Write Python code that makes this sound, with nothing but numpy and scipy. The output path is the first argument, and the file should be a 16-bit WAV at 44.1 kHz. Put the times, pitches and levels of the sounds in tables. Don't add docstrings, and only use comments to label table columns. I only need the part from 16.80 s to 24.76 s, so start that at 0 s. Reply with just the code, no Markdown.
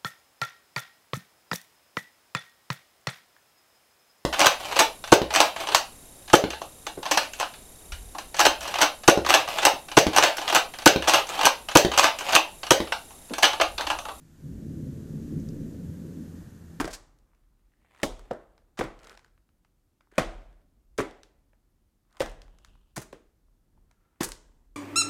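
import sys
import numpy as np
from scipy import signal
from scipy.fft import rfft, irfft, next_fast_len
from scipy.io import wavfile
from scipy.ndimage import uniform_filter1d, map_coordinates

SR = 44100
rng = np.random.default_rng(int(sys.argv[2]) if len(sys.argv) > 2 else 0)


def wav_out(sig):
    wavfile.write(sys.argv[1], SR, np.round(np.clip(np.atleast_2d(sig).T, -1, 1) * 32767).astype(np.int16))


def field_ratio(decibels):
    return 10 ** (np.asarray(decibels, dtype=float) / 20)


N = 351029

# start in seconds, level in dB.
LANDINGS = [
    (-.04, -43.5),
    (1.249, -43.5),
    (1.991, -49),
    (3.403, -40.5),
    (4.19, -59),
    (5.425, -44),
    (5.871, -64.5),
    (6.929, -64.5),
    (7.428, -50.5),
]


def unit(x):
    return x / np.sqrt(np.mean(x ** 2) + 1e-20)


def peak(x):
    return x / np.max(np.abs(x))


def along(points, hz):
    f, v = np.transpose(points)
    return np.interp(np.log(hz + 1), np.log(f + 1), v)


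def curve(rows, axis=1):
    rows = np.array(rows)
    return np.interp(np.arange(N) / SR, rows[:, 0], rows[:, axis], left=-130, right=-130)


def filtered(x, response):
    m = next_fast_len(len(x) + 2048)
    spectrum = rfft(x, m) * response(np.fft.rfftfreq(m, 1 / SR))
    return irfft(spectrum, m)[:len(x)]


def mode(f, hz, width):
    return 1j * f * width / (hz * hz - f * f + 1j * f * width)


def soft(f, hz):
    return hz * hz / (hz * hz - f * f + 1.4j * f * hz)


def add(track, s, x):
    i = round(s * SR)
    x = x[..., max(-i, 0):][..., :N - max(i, 0)]
    track[..., max(i, 0):max(i, 0) + x.shape[-1]] += x


def burst(length_s, spike, hold):
    t = np.arange(2048) / SR
    noise = rng.standard_normal(len(t))
    rise = 1 - np.exp(-t / (0.039 * hold * length_s))
    return noise * np.abs(noise) ** spike * rise * np.exp(-(t / length_s) ** hold)


def contact(force, db, response, axis):
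    out = np.zeros((3, len(force)))
    out[0] = field_ratio(db) * peak(filtered(force, response))
    samples = np.arange(len(force))
    even = filtered(samples == 0, response) * np.exp(-samples / (.003 * SR))
    out[axis] = even * np.linalg.norm(out[0]) / np.linalg.norm(even)
    return out


def slab():
    # pitch in Hz, level in dB, time to die 60 dB in seconds.
    slab_modes = [(32.1, 2, 0.78), (42.7, -2.5, 1)]
    out, t = np.zeros(N), np.arange(SR) / SR
    for s, db in LANDINGS:
        start = rng.random()
        ring = sum(field_ratio(level_db - 60 * t / t60) * np.sin(2 * np.pi * (hz * (t - .085) + start))
                   for hz, level_db, t60 in slab_modes)
        add(out, s, field_ratio(db + 6.5) * ring * (1 - np.exp(-t / 0.014)))
    return out


def hum():
    # frequency in Hz, density in dB per Hz.
    air_colour = [(35, -24), (60, -1), (177, -9.5), (263, -10.5), (349, -13), (401, -18.5), (705, -25),
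                  (1360, -30), (2560, -35.5), (14900, -37), (16400, -49)]
    # time in seconds, level in dB.
    rumble_levels = [(0.0, -60.5), (0.33, -64), (1.13, -69), (1.42, -77.5), (1.77, -64.5), (2.22, -67.5),
                     (2.68, -70.5), (3.3, -72.5), (3.55, -56.5), (3.77, -64), (4.17, -58.5), (4.5, -68),
                     (5.23, -73), (5.61, -58), (6.78, -68.5), (7.42, -74.5), (7.58, -61), (7.96, -60)]
    hum_db, stirred_db, settles_db_per_s = -74.5, -9.5, 64.5

    def sway(rate_hz):
        drift = rng.standard_normal(int(N * rate_hz / SR) + 4)
        return map_coordinates(drift, [np.arange(N) * rate_hz / SR])

    rumble = unit(filtered(rng.standard_normal(N), lambda f: mode(f, 38, 22) ** 2))
    air = filtered(rng.standard_normal(N), lambda f: field_ratio(along(air_colour, f)) * (f > 55))
    far = unit(filtered(air, lambda f: 1 / (1 + (f / 700) ** 2)))
    hiss = filtered(unit(air), lambda f: 1 / (1 + (700 / (f + 1)) ** 2))
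    t = np.arange(N) / SR
    stirred = sum(field_ratio(db + stirred_db - settles_db_per_s * np.abs(t - s)) * (t > s) for s, db in LANDINGS)
    low = field_ratio(curve(rumble_levels) + 1.1 * sway(18)) * rumble
    return low + (field_ratio(hum_db) + stirred) * field_ratio(0.4 * sway(3.5)) * far + field_ratio(-71.5) * hiss


def blows():
    # start in seconds, knock in dB, crack in dB, chatter in seconds, main mode in Hz.
    heel_rows = [
        (0.0, -17.5, -18, 0.0082, 297.7),
        (1.232, -14.5, -6.5, 0.0079, 510),
        (1.509, -19, -53, 0.0071, 555.3),
        (2.009, -17, -22.5, 0.0076, 490.8),
        (3.381, -8, -16.5, 0.0049, 639),
        (4.186, -16, -27, 0.0059, 445),
        (5.405, -16, -15.5, 0.004, 540),
        (6.166, -33, -5.5, 0.0035, 1213),
        (7.409, -25, -5, 0.0063, 382.5),
    ]
    # start in seconds, knock in dB, weight in dB, crack in dB, main mode in Hz.
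    slap_rows = [(0.012, -19, -14, -12, 327.7), (0.044, -26.5, -2.5, -15, 421),
                 (0.077, -25.5, -36, -13.5, 608), (1.243, -25.5, -3.5, -17.5, 329),
                 (1.991, -21.5, -8.5, -10, 499), (1.997, -25.5, -4.5, -13, 404.5),
                 (2.039, -35.5, 4, -7, 524), (3.393, -21, -3, -15.5, 322), (4.193, -22, -3.5, -12, 366),
                 (4.202, -17, -52, -28, 496), (5.417, -37.5, -9.5, 1, 444), (6.173, -31, -3.5, -46.5, 301),
                 (6.178, -28, -7.5, -5.5, 306), (6.328, -37, -4.5, -12.5, 460),
                 (7.407, -21.5, -1, -14.5, 330)]
    # centre in Hz, width in Hz, level in dB.
    sole_modes = [(100, 12, -7), (137, 41, 1), (327, 100, 2), (512, 25, -3), (743, 200, -3),
                  (1114, 240, -1), (1504, 320, -6), (1970, 350, -6), (2470, 280, -8.5), (3300, 1100, -14)]
    heel_weight_db, slap_chatter_s = -14.5, .0036
    heels = [(s, db, heel_weight_db, crack_db, chatter, hz) for s, db, crack_db, chatter, hz in heel_rows]
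    slaps = [(s, db, weight_db, crack_db, slap_chatter_s, hz) for s, db, weight_db, crack_db, hz in slap_rows]
    out = np.zeros((3, N))
    for s, db, weight_db, crack_db, chatter, hz in heels + slaps:
        force = burst(chatter, spike=.8, hold=1.5)
        scatter = rng.normal(0, 2, len(sole_modes))
        force[20] = 0.49 * np.linalg.norm(force)
        hard_hz = 2600 * field_ratio(0.28 * (crack_db + 21.5))

        def ring(f, modes):
            return sum((-1) ** k * field_ratio(level_db + scatter[k]) * mode(f, centre, width)
                       for k, (centre, width, level_db) in enumerate(modes))

        def knock_colour(f):
            main = field_ratio(9.0) * mode(f, hz, 0.13 * hz) * hz / (1j * f + 1)
            return (ring(f, sole_modes[3:]) + main) * soft(f, hard_hz)

        knock = contact(force, db - 0.5, knock_colour, axis=1)
        thud = contact(force, db + weight_db + 3.5, lambda f: ring(f, sole_modes[:3]) * soft(f, 500), axis=1)
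        edge = burst(chatter, spike=0.54, hold=0.75)
        crack = contact(edge, db + crack_db + 6.5, lambda f: mode(f, 1.5 * hard_hz, 3.2 * hard_hz) ** 2, axis=2)
        add(out, s - .0008, knock + thud + crack)
    return out


def grit(rows, hold, wet_db, lead):
    def sole_colour(f):
        return (mode(f, 900, 400) - .8 * mode(f, 1600, 820)) * mode(f, 1100, 4500)

    out = np.zeros((3, N))
    for s, db, dull_db, hz, length in rows:
        force = burst(length, spike=0.45, hold=hold)
        force[10] = lead * np.linalg.norm(force)
        snap = contact(force, db + 2.0, lambda f: mode(f, hz, 1.5 * hz) ** 2, axis=2)
        tap = contact(force, db + dull_db, sole_colour, axis=1)
        add(out, s - .0005, snap + tap)
    return out * field_ratio([[0], [wet_db], [wet_db]])


def all_grit():
    # start in seconds, peak in dB, dull part in dB, centre in Hz, length in seconds.
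    skids = [(.003, -27.5, -13.5, 8000, 0.013), (0.053, -30, -6, 5860, 0.0058),
             (.044, -35, 2.5, 3000, .005), (0.105, -40.5, -7, 6110, 0.019), (0.13, -31, -8, 5740, .026),
             (1.505, -57.5, 5.5, 2500, .005), (1.510, -42, -5, 3503, 0.0082),
             (1.534, -49, -6, 7900, 0.0018), (1.974, -43.5, 6, 4890, 0.023),
             (4.179, -30, -6.5, 6016, 0.0093), (4.204, -34, -3, 7236, 0.013),
             (5.399, -34.5, -1.5, 7447, 0.0064), (5.417, -34, 7.5, 6000, 0.011),
             (5.432, -47.5, -15.5, 7000, 0.0086), (5.496, -45.5, -13, 10000, .002),
             (5.516, -48, -17, 7450, .003), (6.161, -31.5, -9, 7050, .006), (6.166, -27, -5, 8860, 0.0077),
             (6.216, -32, -13, 9740, 0.016), (7.404, -48.5, 7.5, 3000, 0.0049),
             (7.413, -26, -2.5, 7681, 0.018), (7.431, -18, -11, 9180, 0.0076),
             (7.44, -18.5, -17, 8450, 0.014), (7.489, -25, -12, 10200, .003)]
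    # start in seconds, peak in dB, dull part in dB, centre in Hz.
    grains = [(0.388, -55.5, -35, 6170), (1.264, -37.5, -11, 3700), (1.394, -45, -0.5, 7530),
              (1.7793, -55.5, 2.5, 3650), (2.578, -69, 10.5, 3500), (2.691, -68.5, 7, 3740),
              (2.849, -59, 1.5, 3500), (3.2088, -62.5, 7, 3940), (3.3967, -26.5, -7.5, 7210),
              (3.7287, -64.5, -3, 3752), (3.8168, -71, 4.5, 3650), (4.3107, -47, -3, 3670),
              (4.4333, -39.5, -9.5, 3503), (4.733, -72.5, 15, 12650), (5.4609, -33.5, 2, 5730),
              (5.6188, -39.5, -12, 3994), (5.681, -61.5, 9.5, 3492), (5.7867, -51.5, -5, 5500),
              (5.848, -43, -1, 5020), (6.2027, -36, -8, 8700), (7.1127, -56, 0.5, 6070),
              (7.5192, -24.5, -13, 4998)]
    # start in seconds, peak in dB, dull part in dB.
    graze_rows = [(.549, -68.5, -4.5), (1.148, -61.5, 6), (1.177, -63, -4), (1.186, -59, -16),
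                  (1.203, -60, 8), (1.216, -49, -3.5), (3.317, -61.5, 1), (3.356, -55.5, -9.5),
                  (5.308, -65.5, -5), (5.327, -59, -2), (5.348, -66, 8.5), (5.369, -48.5, 0.5),
                  (5.379, -59, -5.5), (5.393, -56.5, -1)]
    # start in seconds, peak in dB.
    twist_rows = [(2.1914, -47.5), (2.1996, -53), (2.2194, -62), (2.233, -47), (2.244, -44), (2.2491, -45),
                  (2.2712, -39.5), (2.296, -41.5), (2.329, -54.5), (2.343, -54), (2.3526, -50.5),
                  (2.375, -43), (2.3938, -49), (2.431, -70), (2.4462, -51.5), (2.4808, -66)]
    grain_s, graze_s, graze_hz = .002, .004, 5500
    twist_hz, twist_dull_db, dulls_db_per_s = 4340, -14, 62
    lone = [(*row, grain_s) for row in grains]
    twist_start = twist_rows[0][0]
    twist = [(s, db, twist_dull_db + dulls_db_per_s * (s - twist_start), twist_hz, grain_s)
             for s, db in twist_rows]
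    grazes = [(*row, graze_hz, graze_s) for row in graze_rows]
    crushed = grit(lone + twist, hold=1.5, wet_db=-3, lead=.6)
    return crushed + grit(grazes + skids, hold=2.4, wet_db=-2.5, lead=0.18)


def walls(x):
    # frequency in Hz, time to die 60 dB in seconds.
    decay_times = [(100, 0.21), (500, 0.7), (1500, 0.62), (4000, 0.58), (8000, 0.55), (14000, 0.15)]
    # frequency in Hz, level in dB.
    sent_back = [(100, -6), (500, -7), (2000, -4.5), (8000, -3.5), (15000, -4)]
    out, size = np.zeros(N), SR // 2
    for i in range(0, N, size):
        hz, t, z = signal.stft(rng.standard_normal(SR * 3 // 4), SR, nperseg=256)
        fade = field_ratio(-60 * t / along(decay_times, hz)[:, None]) + 3.3 * field_ratio(-60 * t / 0.21)
        tail = signal.istft(z * fade, SR, nperseg=256)[1]
        add(out, i / SR + .004, signal.fftconvolve(x[i:i + size], tail / np.linalg.norm(tail)))
    return filtered(out, lambda f: field_ratio(along(sent_back, f)))


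def corner(x):
    # pitch in Hz, width in Hz, level in dB.
    standing_waves = [(330, 5.6, -3), (510, 6, 1), (1990, 14, -6)]
    return field_ratio(-3) * filtered(x, lambda f: sum(field_ratio(db) * mode(f, hz, width) for hz, width, db in standing_waves))


def drag():
    # moment of most pressure in seconds, level in dB, seconds to build up 20 dB,
    # seconds to die 20 dB (the sign of both is ignored), sole resonance in Hz.
    drag_rows = [(.53, -79, -0.4, 0.6, 1137), (1.14, -73, 0.04, -1.5, 1700), (1.18, -63, -0.23, 0.3, 1850),
                 (1.218, -58.5, -0.04, 0.3, 1200), (1.62, -71, -1.5, .5, 786.6),
                 (2.25, -54, 0.11, 0.15, 1332), (2.29, -54, 0.1, 0.14, 450),
                 (3.322, -59, .008, -0.48, 1506), (3.372, -56, -0.03, 0.1439, 1440),
                 (5.393, -60, 0.1086, 0.26, 1090), (5.87, -70.5, 0.4, 0.4, 2833),
                 (7.25, -78, -0.4, -0.5, 1237), (7.38, -79, -0.2, 2.8, 870)]
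    # time in seconds, level in dB.
    rub_levels = [
        (7.13, -97.5),
        (7.2, -85),
        (7.31, -85.5),
        (7.37, -95),
    ]
    bright_db = -14.5
    clumps = field_ratio(5 * unit(uniform_filter1d(rng.standard_normal(N), size=90)))
    rough = clumps * rng.standard_normal(N)
    bright = unit(filtered(rough, lambda f: mode(f, 7100, 6700) ** 2))
    rub = unit(filtered(rng.standard_normal(N), lambda f: mode(f, 1360, 90) ** 2))
    out = field_ratio(curve(rub_levels)) * rub
    around = np.arange(-SR // 2, SR // 2)
    t = around / SR
    for s, db, build, die, hz in drag_rows:
        i = np.clip(round(s * SR) + around, 0, N - 1)
        dull = unit(filtered(rough[i], lambda f: mode(f, 710, 1500) ** 2 + 1.4 * mode(f, hz, .2 * hz)))
        pressure_db = db - 20 * np.where(t < 0, -t / abs(build), t / abs(die))
        add(out, s - .5, field_ratio(pressure_db - 2.5) * (dull + field_ratio(bright_db) * bright[i]))
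    return out


def taps():
    # start in seconds, peak in dB, pitch in Hz.
    tap_rows = [(.535, -60.5, 1000), (.549, -64, 2020), (.637, -70, 1800), (.92, -69, 1891),
                (.938, -62.5, 1688), (1.02, -68, 909.7), (1.048, -59, 800), (1.049, -60, 1700),
                (1.177, -52.5, 1850), (3.208, -57.5, 850), (3.209, -58, 2000), (3.273, -60, 916.5),
                (3.316, -57.5, 1500), (3.325, -50.5, 347.6), (3.352, -61, 2010), (2.849, -59, 1900),
                (4.733, -62.5, 650), (1.204, -56, 913), (1.778, -60, 600), (5.74, -62.5, 751.7),
                (5.955, -57.5, 1001), (6.329, -37.5, 424), (1.233, -20.5, 1797), (6.685, -67, 803),
                (6.977, -60.5, 797.4), (7.111, -60, 900), (7.36, -72, 897)]
    contact_s, width_over_pitch = 0.0028, .6
    out = np.zeros((3, N))
    for s, db, hz in tap_rows:
        force = burst(contact_s, spike=.35, hold=1.6)
        force[10] = 1.5 * np.linalg.norm(force)
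        add(out, s - .001, contact(force, db + 1.0, lambda f: mode(f, hz, width_over_pitch * hz) ** 2, axis=1))
    return out * field_ratio([[0], [-4], [0]])


def scene():
    direct, dull, bright = blows() + all_grit() + taps()
    slide = drag()
    echoes = walls(dull + field_ratio(-4) * slide) + field_ratio(-2.5) * walls(bright)
    steps = direct + slide + echoes + corner(dull)
    return (filtered(steps, lambda f: soft(f, 9000)) + slab() + hum())[None]


def low_pass(x):
    return signal.sosfilt(signal.butter(12, 16500, fs=SR, output="sos"), x)


def record(dry):
    heard = filtered(dry[0], lambda f: f < 16080)
    return low_pass(heard[None])


dry = scene()
out = record(dry)
wav_out(out)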